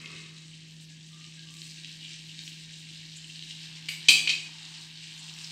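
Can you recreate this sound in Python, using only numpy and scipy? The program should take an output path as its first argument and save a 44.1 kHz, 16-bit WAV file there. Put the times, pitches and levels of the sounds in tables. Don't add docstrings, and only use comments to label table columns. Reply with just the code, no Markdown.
import sys
import numpy as np
from scipy import signal
from scipy.fft import rfft, irfft, next_fast_len
from scipy.io import wavfile
from scipy.ndimage import uniform_filter1d, map_coordinates

SR = 44100
rng = np.random.default_rng(int(sys.argv[2]) if len(sys.argv) > 2 else 0)


def int16_out(signal):
    q = np.round(np.clip(np.atleast_2d(signal).T, -1, 1) * 32767)
    wavfile.write(sys.argv[1], SR, q.astype(np.int16))


N = 242991
TIME = np.arange(N) / SR

# frequency in Hz, relative gain in dB.
SIZZLE_SPECTRUM = [(600, -44), (1100, -39), (1400, -25.5), (1600, -13.5), (2000, -11.5), (2500, -5.5),
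                   (3050, -0.5), (3350, -4.5), (3800, -1), (4900, -5.5), (6500, -9), (7900, -7.5),
                   (8900, -14), (10000, -34.5), (15500, -35.5)]
SPRAY_SPECTRUM = [(7000, -26), (9500, -4), (11800, -1.5), (13500, -8), (15500, -8)]
CLASH_SPECTRUM = [(60, -59), (130, -31), (340, -24), (480, -31), (1400, -28.5), (1850, -19), (2130, -12.5),
                  (2450, 4), (2800, -9), (3100, 1), (3500, -7), (4600, -5), (5650, -14.5), (7400, -8.5),
                  (8400, -13.5), (9800, -21.5), (15500, -14)]
RUSH_SPECTRUM = [(300, -18), (600, -18.5), (720, -4), (880, 1), (1050, -0.5), (1300, -4.5), (1600, -1),
                 (2400, -42)]
FAN_AIR_SPECTRUM = [(20, -17), (40, -10), (55, -2), (75, -11), (110, 2), (140, 0), (190, 0), (260, -1),
                    (335, 0.5), (390, -13), (600, -18), (1400, -26.5), (6000, -48)]
PORT_DIFFERENCE = [(50, -22), (110, -44), (200, -57), (700, -52), (2500, -25), (4400, -40), (7000, -64),
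                   (9500, -12.5), (15000, -37)]
# time in seconds, vigour in dB.
BOIL_VIGOUR = [(0.1, 0), (0.4, -4), (0.85, -6.5), (1.4, -3.5), (2.05, 0.5), (2.75, -1), (3.55, 1.5),
               (4.6, 4), (5.1, 4.5), (5.4, 3.5)]
# centre in seconds, length in seconds, spray level in dB.
STEAM_FLARES = [(0.826, 0.04, -75), (1.535, 0.03, -74), (1.64, 0.16, -73), (2.467, 0.07, -69),
                (4.83, 0.05, -71), (5.4, 0.24, -73)]
# time in seconds, relative peak level in dB, pitch in Hz.
BIG_BUBBLES = [(0.058, -27.5, 2580), (1.242, -34, 3020), (1.3922, -32, 3810), (1.6171, -27, 4100),
               (1.8453, -26, 2930), (2.39, -26, 3830), (2.4764, -27.5, 2960), (3.3918, -29, 3480),
               (3.4238, -28, 3400), (3.508, -27, 3230), (4.6512, -25, 4160)]
# centre in seconds, length in seconds, pitch in Hz, relative level in dB.
WET_SPITS = [(0.22, 0.01, 7300, -55), (0.538, 0.0096, 2900, -45), (2.038, 0.037, 3000, -44),
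             (2.463, 0.016, 5200, -45), (2.733, 0.012, 6800, -52), (3.172, 0.015, 7200, -46),
             (3.246, 0.011, 2900, -44.5), (3.301, 0.011, 2980, -44), (5.196, 0.016, 7500, -47),
             (5.447, 0.014, 4900, -39.5)]
# start in seconds, relative level in dB, low-pass cutoff in Hz, echo in dB.
BLADE_TOUCHES = [(3.8858, -21.5, 12000, -7), (3.8892, -16.5, 11700, -1)]
LANDING_IMPACTS = [(4.0847, -4.5, 9000, 1), (4.0867, -4.5, 9150, -2), (4.0910, -5, 12800, -2.5),
                   (4.1050, -9, 7000, -4), (4.274, -8.5, 3580, -5), (4.2907, -11, 4500, -3),
                   (4.2943, -13, 5900, -6.5), (4.3006, -10.5, 5950, -2.5)]
# frequency in Hz, bandwidth in Hz, relative gain in dB.
BLADE_RESONANCES = [(2260, 115, 4.5), (2520, 300, -2.5), (2900, 160, 0), (4760, 110, -4.5),
                    (8130, 150, -8.5), (11550, 340, -19), (12700, 700, -22)]
STEEL_RESONANCES = [(2520, 108, 7), (3034, 237, 3.5), (3902, 41, 9), (4550, 150, 8), (4505, 130, 6),
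                    (5020, 170, -4.5), (6090, 87, -2), (7000, 170, -7), (7340, 69, -7), (8280, 110, -2),
                    (8080, 110, -5)]
PAN_RESONANCES = [(1180, 160, -10), (1590, 63, -10), (1810, 22, -13.5), (2140, 56, 1), (2580, 43, 2)]
# frequency in Hz, relative level in dB.
STEEL_MODES = [(2456, 0), (2507, -4), (2581, -16), (2771, -17), (3086, -9), (3177, -17), (3221, -7),
               (3995, 0), (4034, 0), (4248, -14), (4388, -2.5), (4660, -4), (7267, -22), (7476, -14),
               (8490, -12)]
# start in seconds, length in seconds, pitch in Hz, relative level in dB.
FAR_SQUEAKS = [(.69, .11, 1760, -69), (0.887, 0.11, 1680, -66), (1.087, 0.16, 1202, -62),
               (1.36, 0.11, 1627, -57), (1.445, 0.14, 1160, -65)]
# start in seconds, start of the fade in seconds, relative level in dB.
RUSH_SWELLS = [(3.448, 4.05, -73.5), (4.29, 4.805, -65), (5.028, 5.5, -66.5)]
# frequency in Hz, time to decay by 60 dB in seconds.
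KITCHEN_T60 = [(150, 0.99), (1000, 0.66), (3000, 0.47), (7000, 0.53), (12000, 0.34)]


def sizzle(crackle_db=-48, fizz_db=-56.5, spray_db=-81, flare_fizz_db=17.5, split_hz=5500):
    vigour = boil_vigour()
    flare = sum(from_db(db) * swell_at(s, length) for s, length, db in STEAM_FLARES)
    fizz_gain = from_db(fizz_db + 0.73 * vigour + 1.05 * drift(14))
    fizz_gain = np.hypot(fizz_gain, from_db(flare_fizz_db) * flare)
    spray_gain = np.hypot(from_db(spray_db + vigour + 2.5 * drift(14)), flare)
    rim = bubble_swarm(per_s=4500, size_db=4, size_cap=4.6, clump_db=2.5, damping=0.21)
    rim = with_room(coloured(rim, SIZZLE_SPECTRUM), room_db=-2)
    crackle = from_db(crackle_db + vigour) * unit_rms(butterworth(rim, split_hz, "low", order=5))
    fizz = fizz_gain * unit_rms(butterworth(rim, split_hz, "high", order=5))
    steam = bubble_swarm(per_s=16000, size_db=6, size_cap=3.9, clump_db=0.5, damping=0.6)
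    spray = spray_gain * unit_rms(coloured(steam, SPRAY_SPECTRUM))
    return crackle + fizz + with_room(spray, room_db=1)


def bubble_swarm(per_s, size_db, size_cap, clump_db, damping):
    pitches = np.geomspace(1300, 14000, 14)
    bursting = rng.random(N) < per_s * from_db(clump_db * drift(30)) / SR
    sizes = from_db(size_db * np.minimum(rng.exponential(1, N), size_cap))
    clicks = bursting * sizes * rng.choice([-1, 1], N)
    pitch_index = rng.integers(0, len(pitches), N)
    rings = (resonance(clicks * (pitch_index == k), hz, damping * hz) for k, hz in enumerate(pitches))
    return unit_rms(sum(rings))


def pops(damping=0.42, pop_delay_s=0.001185, collapse_s=0.0013, collapse_db=-5):
    out = np.zeros(N)
    snap = coloured(signal.unit_impulse(SR // 20), SIZZLE_SPECTRUM)
    for s, db, hz in BIG_BUBBLES:
        pop = resonance(snap, hz, damping * hz)
        pop = from_db(db + 0.5) * pop / np.abs(pop).max()
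        start = s + pop_delay_s
        add(out, start, pop)
        add(out, start + collapse_s * rng.uniform(0.5, 2.5), from_db(collapse_db) * pop)
    return with_room(out, room_db=-4)


def spits(damping=0.25):
    swarm = bubble_swarm(per_s=12000, size_db=2.8, size_cap=4.5, clump_db=1, damping=0.8)
    out = np.zeros(N)
    for s, length, hz, db in WET_SPITS:
        out += from_db(db - 1) * narrow_band(swarm, hz, damping * hz) * swell_at(s, length)
    return with_room(out, room_db=-5)


def spatula_down():
    touch = impacts(BLADE_TOUCHES, BLADE_RESONANCES, clash_db=-3.5, clash_s=0.0073)
    clank = impacts(LANDING_IMPACTS, STEEL_RESONANCES, clash_db=3, clash_s=0.0058)
    return touch + clank + steel_ring()


def impacts(contacts, resonances, clash_db, clash_s, shade_hz=8000):
    direct, to_walls, t = np.zeros(N), np.zeros(N), TIME[:SR // 4]
    tone = metal_body(signal.unit_impulse(len(t)), resonances)
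    tone = tone / np.abs(tone).max()
    for s, db, cutoff_hz, echo_db in contacts:
        clash = coloured(rng.standard_normal(len(t)) * np.exp(-t / clash_s), CLASH_SPECTRUM)
        clash = from_db(clash_db) * clash * np.linalg.norm(tone) / np.linalg.norm(clash)
        blow = from_db(db) * butterworth(tone + clash, cutoff_hz, "low")
        add(direct, s, blow)
        add(to_walls, s, from_db(echo_db) * blow)
    return butterworth(direct, shade_hz, "low") + kitchen(to_walls)


def steel_ring(level_db=-29, lowest_mode_t60_s=0.38, treble_loss=0.31, waver_db=2.5):
    energy, out = np.zeros(N), np.zeros(N)
    for s, db, *_ in LANDING_IMPACTS:
        energy[int(s * SR)] += from_db(db) ** 2
    for hz, db in STEEL_MODES:
        t60 = lowest_mode_t60_s * (STEEL_MODES[0][0] / hz) ** treble_loss
        retained = np.exp(-2 * np.log(1000) / (t60 * SR))
        stored = signal.lfilter([1], [1, -retained], energy + 1e-18)
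        gain = from_db(level_db + db + waver_db * drift(43))
        out += gain * np.sqrt(stored) * np.sin(2 * np.pi * (hz * TIME + rng.random()))
    return out


def scraping(slips_per_s=900, ring_db=-50, hold_s=0.14, fade_db_per_s=46):
    slips = (rng.random(N) < slips_per_s / SR) * rng.standard_normal(N)
    slips = with_room(slips, room_db=0)
    ring = unit_rms(metal_body(slips, PAN_RESONANCES))
    grit = from_db(-9) * unit_rms(butterworth(slips, (1000, 3200), "band", order=4))
    rumble = from_db(-7) * unit_rms(butterworth(slips, (75, 430), "band", order=4))
    effort = from_db(ring_db - fade_db_per_s * np.maximum(TIME - hold_s, 0))
    return effort * (ring + grit + rumble)


def squeaks(waver=0.0133, rasp=0.42, rasp_width_hz=130):
    out = np.zeros(N)
    pitch_ratio = 1 + waver * drift(120)
    friction = rng.standard_normal(N)
    for s, length, hz, db in FAR_SQUEAKS:
        swell = np.sin(np.pi * np.clip((TIME - s) / length, 0, 1))
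        tone = np.sin(2 * np.pi * np.cumsum(hz * pitch_ratio) / SR)
        out += from_db(db) * swell * (tone / 2 + rasp * narrow_band(friction, hz, rasp_width_hz))
    return with_room(out, room_db=-2)


def fan(hum_hz=159.1, waver_hz=0.34, hum_db=-51, flutter_db=0.5, air_db=-63):
    phase = 2 * np.pi * np.cumsum(hum_hz + waver_hz * drift(5.36)) / SR
    hum = np.sqrt(2) * np.sin(phase) * from_db(hum_db + flutter_db * drift(14))
    air = from_db(air_db) * unit_rms(coloured(rng.standard_normal(N), FAN_AIR_SPECTRUM))
    return hum + air


def soft_rush(bed_db=-76, ramp_s=0.2):
    swells = sum(from_db(db + 3) * np.interp(TIME, [on, on + ramp_s, off, off + ramp_s], [0, 1, 1, 0])
                 for on, off, db in RUSH_SWELLS)
    bed = from_db(bed_db + boil_vigour())
    return np.hypot(bed, swells) * unit_rms(coloured(rng.standard_normal(N), RUSH_SPECTRUM))


def kitchen(x, build_s=0.005):
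    t, edges = TIME[:SR * 3 // 4], np.geomspace(40, 18000, 12)
    tail = 0
    for low, high in zip(edges, edges[1:]):
        t60 = at_hz(KITCHEN_T60, np.sqrt(low * high))
        band = butterworth(rng.standard_normal(len(t)), [low, high], "band", order=4)
        tail = tail + band * np.exp(-np.log(1000) * t / t60)
    tail = tail * (1 - np.exp(-(t / build_s) ** 2))
    return signal.fftconvolve(x, tail / np.linalg.norm(tail))[:N]


def with_room(x, room_db):
    return x + from_db(room_db) * kitchen(x)


def gain_control(x, threshold_db=-20, duck_db=-2.5, hold_s=0.83, glide_s=0.5):
    loud = uniform_filter1d(x[0] ** 2, size=SR // 100) > from_db(threshold_db) ** 2
    since_loud = TIME - np.maximum.accumulate(np.where(loud, TIME, -np.inf))
    held_s = np.cumsum(since_loud < hold_s) / SR
    share = (held_s - np.interp(TIME - glide_s, TIME, held_s)) / glide_s
    return x * from_db(duck_db * share)


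def resonance(x, hz, width):
    r = np.exp(-np.pi * width / SR)
    feedback = [1, -2 * r * np.cos(2 * np.pi * hz / SR), r * r]
    return signal.lfilter(np.array([1, 0, -1]) * (1 - r * r) / 2, feedback, x + 1e-18)


def narrow_band(x, hz, width):
    return unit_rms(resonance(resonance(x, hz, width), hz, width))


def metal_body(x, peaks):
    return sum((-1) ** k * from_db(db) * resonance(x, hz, width)
               for k, (hz, width, db) in enumerate(peaks))


def coloured(x, spectrum):
    size = 2 * next_fast_len((len(x) + SR // 10) // 2, real=True)
    gain = from_db(at_hz(spectrum, np.arange(size // 2 + 1) * SR / size))
    cepstrum = irfft(np.log(gain), size)
    cepstrum[1:size // 2] *= 2
    cepstrum[size // 2 + 1:] = 0
    return irfft(rfft(x, size) * np.exp(rfft(cepstrum)), size)[:len(x)]


def butterworth(x, hz, kind, order=2):
    return signal.sosfilt(signal.butter(order, hz, kind, fs=SR, output="sos"), x + 1e-18)


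def drift(rate):
    knots = rng.standard_normal(2000)
    return unit_rms(map_coordinates(knots, [TIME * rate], order=2, mode="mirror"))


def boil_vigour():
    return np.interp(TIME, *np.transpose(BOIL_VIGOUR))


def swell_at(s, length):
    return np.exp(-2 * ((TIME - s) / length) ** 2)


def at_hz(points, hz):
    frequencies, values = np.transpose(points)
    return np.interp(np.log(hz + 1), np.log(frequencies), values)


def add(out, s, sound):
    at = int(s * SR)
    out[at:at + len(sound)] += sound[:N - at]


def from_db(db):
    return 10 ** (np.asarray(db) / 20)


def unit_rms(x):
    return x / np.sqrt(np.mean(x ** 2) + 1e-20)


def scene(port_hz=1880, port_width_hz=750, port_db=-12):
    mid = sizzle() + pops() + spits() + spatula_down() + scraping() + squeaks() + fan() + soft_rush()
    forwards = resonance(mid, port_hz, port_width_hz)
    port_band = resonance(forwards[::-1], port_hz, port_width_hz)[::-1]
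    side = from_db(port_db) * port_band + coloured(kitchen(mid), PORT_DIFFERENCE)
    return np.array([mid + side, mid - side])


def record(dry):
    level = gain_control(dry)
    rounded = level / (1 + level ** 6) ** (1 / 6)
    cutoff_hz = 15700
    return signal.sosfilt(signal.ellip(12, 0.1, 100, cutoff_hz, fs=SR, output="sos"), rounded)


dry = scene()
out = record(dry)
int16_out(out)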